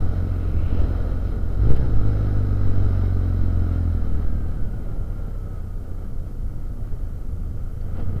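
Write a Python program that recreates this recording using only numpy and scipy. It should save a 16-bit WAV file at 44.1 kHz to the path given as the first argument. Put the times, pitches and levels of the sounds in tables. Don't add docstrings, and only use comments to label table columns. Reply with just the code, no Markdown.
import sys
import numpy as np
from scipy import signal
from scipy.fft import rfft, irfft, next_fast_len
from scipy.io import wavfile
from scipy.ndimage import uniform_filter1d

SR = 44100
rng = np.random.default_rng(int(sys.argv[2]) if len(sys.argv) > 2 else 0)


def transcribe(signal):
    frames = np.atleast_2d(signal).T
    limited = np.clip(frames, -1, 1)
    pcm = np.round(limited * 32767).astype(np.int16)
    wavfile.write(sys.argv[1], SR, pcm)


def invert_db(x):
    u = np.asarray(x, float) / 20
    return 10 ** u


N = 361619
T = np.arange(N) / SR


def evened(x, span_s=None):
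    if span_s is None:
        power = np.mean(x ** 2)
    else:
        power = abs(uniform_filter1d(x ** 2, int(span_s * SR)))
    return x / np.sqrt(power + 1e-14)


def curves(rows):
    s, *columns = np.transpose(rows)
    return [np.interp(T, s, c) for c in columns]


def lumps(rows, lift):
    return sum(lift(db) * np.exp(-((T - s) / length) ** 2) for s, db, length in rows)


def noise(points):
    f, level = np.transpose(points)
    size = next_fast_len(N)
    hz = np.fft.rfftfreq(size, 1 / SR)
    shape = invert_db(np.interp(np.log(hz + .1), np.log(f + .1), level, right=-200))
    return evened(irfft(rfft(rng.standard_normal(size)) * shape, size)[:N])


def modes(x, table):
    out = np.zeros(N)
    for k, (hz, width, db) in enumerate(table):
        r = np.exp(-np.pi * width / SR)
        ring = signal.lfilter([1 - r], [1, -r * np.exp(2j * np.pi * hz / SR)], x)
        out += (-1) ** k * invert_db(db) * 2 * ring.imag
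    return out


# f/Hz, level/dB per Hz
HISS_COLOUR = [(1500, -27), (2500, -6), (4300, -1.5), (9000, -3), (15000, -2), (15250, -3), (15500, -65)]
# f/Hz, level/dB
CIRCUIT_TONES = [(7852, -96), (7882, -92)]


def preamp():
    out = invert_db(-65.5) * noise(HISS_COLOUR)
    for hz, db in CIRCUIT_TONES:
        out += np.sqrt(2) * invert_db(db) * np.sin(2 * np.pi * hz * T)
    return out


# t/s, wind pressure/dB, length/s
GUST_SWELLS = [(.04, -17, .08), (.55, -19, .06), (.78, -17, .12), (1.3, -25, .1), (1.48, -22, .07),
               (1.75, -8, .06), (1.95, -14, .12), (2.4, -23, .07), (2.8, -15, .12), (3.11, -21, .07),
               (3.42, -18, .09), (3.61, -21, .06), (4.0, -22, .05), (4.27, -20, .2), (4.63, -22, .08),
               (4.95, -24, .07), (6.1, -28, .12), (6.55, -27, .1), (6.87, -26, .1), (7.3, -27, .07),
               (7.42, -27, .04), (7.6, -28, .1), (8.08, -22, .15)]


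def wind():
    load, vibration = curves(ENGINE_RIDE)[1:]
    calm = invert_db(-28 + 1.1 * vibration)
    pressure = calm + lumps(GUST_SWELLS, invert_db)
    pumping = noise([(1, -20), (3.5, 0), (12, -4), (20, -12), (35, -35)])
    out = invert_db(-4) * pressure * evened(pumping, .35)
    rumble_lag_s = 0.28
    swell = (uniform_filter1d(pressure, int(rumble_lag_s * SR)) / calm) ** 0.57
    rumble = invert_db(-26.5 - 9.5 + 0.73 * vibration - .5 * load)
    colour = [(15, -6), (28, -6), (60, -6), (110, -11), (170, -20.5), (260, -23.5), (400, -35)]
    return out + rumble * swell * noise(colour)


# t/s, level/dB, f/Hz, decay/s
MOUNT_JOLTS = [
    (1.68, -2.5, 5.25, 0.18),
    (1.873, -14, 6.2, 0.99),
    (2.641, -15, 4.87, 0.53),
    (4.05, -19, 3.06, 0.98),
]


def jolts():
    out = np.zeros(N)
    for s, db, hz, decay in MOUNT_JOLTS:
        since = np.maximum(T - s, 0)
        out -= invert_db(db - 20 * since / decay) * np.sin(2 * np.pi * hz * since)
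    return out


# t/s, engine pitch f/Hz, engine level/dB, tyre hiss level/dB, hiss centre f/Hz
VAN_PASS = [
    (0, 79.2, -54.5, -82, 2200),
    (.35, 76.85, -61, -62, 2310),
    (.55, 76.9, -31, -61.5, 2400),
    (.72, 73.88, -31.5, -55, 2660),
    (.85, 68.5, -24, -62, 2826),
    (1.05, 70.8, -38, -74, 2790),
    (1.2, 68, -54, -75, 2730),
]


def van():
    hz, drone_db, hiss_db, centre_hz = curves(VAN_PASS)
    gone_s = VAN_PASS[-1][0]
    turn = 2 * np.pi * np.cumsum(hz) / SR
    fade = np.clip((gone_s - T) / 0.32, 0, 1)
    drone = invert_db(drone_db) * np.sin(turn)
    drone += invert_db(-40) * fade * np.sin(2 * turn)
    hiss = noise([(50, -4), (300, -3), (700, -12), (1600, -23)])
    hiss *= np.cos(2 * np.pi * np.cumsum(centre_hz) / SR)
    return np.sqrt(2) * (drone + invert_db(hiss_db) * hiss) * (T < gone_s)


# t/s, level/dB, length/s
CHAIN_SLAPS = [
    (1.27, -60, 0.04),
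    (1.71, -53.5, 0.014),
    (1.768, -52, 0.013),
    (7.813, -62, 0.0043),
    (7.973, -58, 0.0061),
    (8.001, -56, 0.008),
    (8.025, -61, 0.0082),
    (8.17, -65, 0.015),
]
# t/s, level/dB, f/Hz, length/s
STONE_PING = (7.815, -60, 4500, .005)


def knocks():
    s, db, hz, length = STONE_PING
    ping = invert_db(db) * np.exp(-((T - s) / length) ** 2) * np.sin(2 * np.pi * hz * T)
    slap = noise([(800, -20), (1500, 4), (3000, 3), (5000, -4), (7000, -30)])
    return ping + lumps(CHAIN_SLAPS, invert_db) * slap


# t/s, crank speed f/Hz, exhaust load level/dB, chassis vibration level/dB
ENGINE_RIDE = [(0, 43.82, -4.5, 3), (.2, 44.46, -5.5, 0.5), (.8, 43.6, -5, 1), (.95, 43.33, -7.5, 3.5),
               (1.23, 44.5, -9, 1.5), (1.57, 42.98, -9.5, 0.5), (2.1, 51.63, 1, 3), (2.69, 47.7, 1, 2),
               (3.9, 41.93, 3, -2.5), (4.02, 40.9, -1, -3.5), (4.36, 37.7, -2, -3),
               (4.98, 32.63, -12.5, -2), (5.18, 33.48, -10, -3), (5.4, 31, -10, -4.5),
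               (6.46, 25.78, -13.5, -7), (7.22, 27.51, -9.5, -7.5), (7.8, 26.57, -10, -9.5),
               (8.2, 30.4, -1, 1)]
# t/s, extra crank speed f/Hz, extra load level/dB
THROTTLE_BLIP = [
    (1.57, 0, 0),
    (1.67, 12, 13),
    (1.71, 18.5, 16.5),
    (1.74, 21.5, 4),
    (1.78, 20, -1),
    (1.83, 15, 4),
    (1.97, -1.14, -2.5),
    (2.1, 0, -4),
]
# t/s, level/dB, length/s
CHASSIS_BUMPS = [(.8, 4.5, 0.094), (1.3, -0.5, 0.028), (1.79, 5.5, 0.053), (4.04, 5, 0.032), (4.19, 2.5, .06),
                 (6.62, 1, 0.034), (6.83, 3.5, 0.051), (7.59, 4, 0.039), (7.99, 11.5, 0.026)]


def controls():
    hz, load, vibration = curves(ENGINE_RIDE)
    extra_hz, extra_db = curves(THROTTLE_BLIP)
    return hz + extra_hz, load + extra_db, vibration + lumps(CHASSIS_BUMPS, float)


# level/dB, share of load, share of vibration, lumpiness at low revs/dB
PART_LEVELS = [
    (-26.5, 0.27, 0.21, 1.5),
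    (-18.5, 0.98, 0.038, 0.51),
    (-32.5, 0.87, .3, 1.72),
    (-45, 0.12, 0.84, 0.17),
    (-44.5, 0.37, 0.62, 0.36),
]


def part_gains(hz, load, vibration):
    levels = []
    for db, load_share, vibration_share, lumpy_db in PART_LEVELS:
        lumpy = lumpy_db * (45 / hz) ** 2 * noise([(1, -11), (5, -8), (15, -4.5)])
        levels.append(db + load_share * load + vibration_share * vibration + lumpy)
    return invert_db(uniform_filter1d(levels, size=2000))


def blasts(turns, hz):
    uneven, lag_s = 0.0077, 0.00037
    scatter, slip_s = .09, .00013
    at = np.flatnonzero(np.diff(np.floor(turns)))
    chance = rng.standard_normal((1000, 2))[:len(at)] * (45 / hz[at, None]) ** 2
    side = (-1) ** np.arange(len(at))
    late = np.round(SR * (lag_s * side + slip_s * chance[:, 1])).astype(int)
    out = np.zeros(N)
    out[np.clip(at + late, 0, N - 1)] = 1 + uneven * side + scatter * chance[:, 0]
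    return signal.oaconvolve(out, signal.windows.hann(41))[:N]


def pipe(x, table, edge_hz):
    cut = signal.butter(2, edge_hz, "high", fs=SR, output="sos")
    return evened(signal.sosfilt(cut, modes(x, table)), .15)


# multiple of crank speed, level/dB over bark
FRAME_ORDERS = [(2, 13), (2.5, -5), (3, -6), (4, -12), (4.5, -7), (5, -2), (6, -2), (7, -7), (8, -10),
                (9, -10), (14, -17), (16, -18)]
# f/Hz, level/dB
FRAME_RESPONSE = [(105, -13), (122, -5), (140, -5), (152, 5), (180, -3), (215, 1), (300, 1), (350, -8),
                  (455, 5), (520, -2)]


def frame(turns, hz):
    out = np.zeros(N)
    for k, db in FRAME_ORDERS:
        wander_db = 2 * noise([(.5, 0), (4, -6), (12, -30)])
        carried_db = np.interp(k * hz, *np.transpose(FRAME_RESPONSE))
        cycle = k * turns - .4
        out += invert_db(db + carried_db + wander_db) * np.cos(2 * np.pi * cycle)
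    return out


# f/Hz, level/dB per Hz
ROAR_COLOUR = [(12, -20), (22, -12), (60, -16), (130, -19), (250, -21), (350, -23), (460, -21), (700, -29),
               (950, -38), (1200, -44), (1600, -70)]


def engine_roar(throb, flutter):
    return evened(noise(ROAR_COLOUR) * (1 + 0.11 * throb)) * flutter


# teeth meshing per turn, level/dB over rattle
GEAR_MESH = [(24, -25.5), (26, -20.5), (27, -34), (29, -24), (30, -26), (33, -17), (42, -7)]


def gear_whine(turns, hz):
    whine = np.zeros(N)
    for k, db in GEAR_MESH:
        casing = 1 + (k * hz / 1750) ** 20
        whine += invert_db(db) * np.sin(2 * np.pi * np.round(k) * turns) / casing
    return whine * (hz / 42) ** 2.5 * invert_db(1.2 * noise([(.5, -6), (5, 1), (20, -37)]))


# f/Hz, width/Hz, level/dB
HOUSING_MODES = [(740, 40, 3), (1268, 150, 5), (1473, 137, 2), (1642, 82, -2), (1973, 383, -6),
                 (2200, 330, -6.5), (2730, 320, -15), (3122, 140, -10.5)]
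# f/Hz, width/Hz, level/dB
LID_MODES = [(3797, 290, -15.5), (4154, 150, -12.5), (4970, 280, -18), (5480, 340, -22), (6260, 73, -21)]


def housing_rattle(throb, flutter, whine, hz):
    drive = rng.standard_normal(N) * (1 + 0.6 * throb) * flutter
    shell = modes(drive + .75 * whine, HOUSING_MODES)
    shell += (np.minimum(hz, 45) / 41) ** 2 * modes(drive, LID_MODES)
    return evened(shell)


# f/Hz, width/Hz, level/dB
BOOM_MODES = [(87.3, 23, 0), (108.6, 12.3, -9.5)]
# f/Hz, width/Hz, level/dB
BARK_MODES = [(166, 170, -18.5), (248.5, 47, -1.5), (295.5, 7.2, 9.5), (454, 25, -2.5)]


def motorcycle():
    hz, load, vibration = controls()
    shake, boom, bark, roar, rattle = part_gains(hz, load, vibration)
    jitter = .002 * noise([(1, 0), (8, -6), (30, -40)])
    turns = np.cumsum(hz * (1 + jitter)) / SR
    fired = blasts(turns, hz)
    mount = np.minimum(52 / hz, 1) ** 4
    out = invert_db(4.5) * shake * mount * np.cos(2 * np.pi * (turns - .1))
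    out += invert_db(-2) * boom * mount ** 1.3 * pipe(fired, BOOM_MODES, 33.5)
    out += invert_db(-3) * bark * (.2 * pipe(fired, BARK_MODES, 130) + frame(turns, hz))
    throb = np.exp(0.39 * (np.cos(2 * np.pi * turns) - 1))
    flutter = invert_db(0.91 * noise([(2, 26), (40, -5.5), (150, -41)]))
    out += invert_db(8) * roar * engine_roar(throb, flutter)
    whine = gear_whine(turns, hz)
    return out + invert_db(-3.5) * rattle * housing_rattle(throb, flutter, whine, hz)


def scene():
    return (wind() + jolts() + van() + knocks() + motorcycle())[None]


# t/s, peak level/dB
OVERLOAD_TICKS = [
    (1.7115, -35),
    (1.7228, -40),
    (1.7658, -34),
    (1.7825, -45),
]


def overload():
    out = np.zeros(N)
    for s, db in OVERLOAD_TICKS:
        out[round(s * SR)] += invert_db(db + 3)
    return out


def band_limit(x):
    return signal.sosfilt(signal.butter(12, 15700, fs=SR, output="sos"), x)


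def record(dry):
    out = dry[0] + preamp() + overload()
    out *= signal.windows.tukey(N, .002)
    return band_limit(out[None])


dry = scene()
out = record(dry)
transcribe(out)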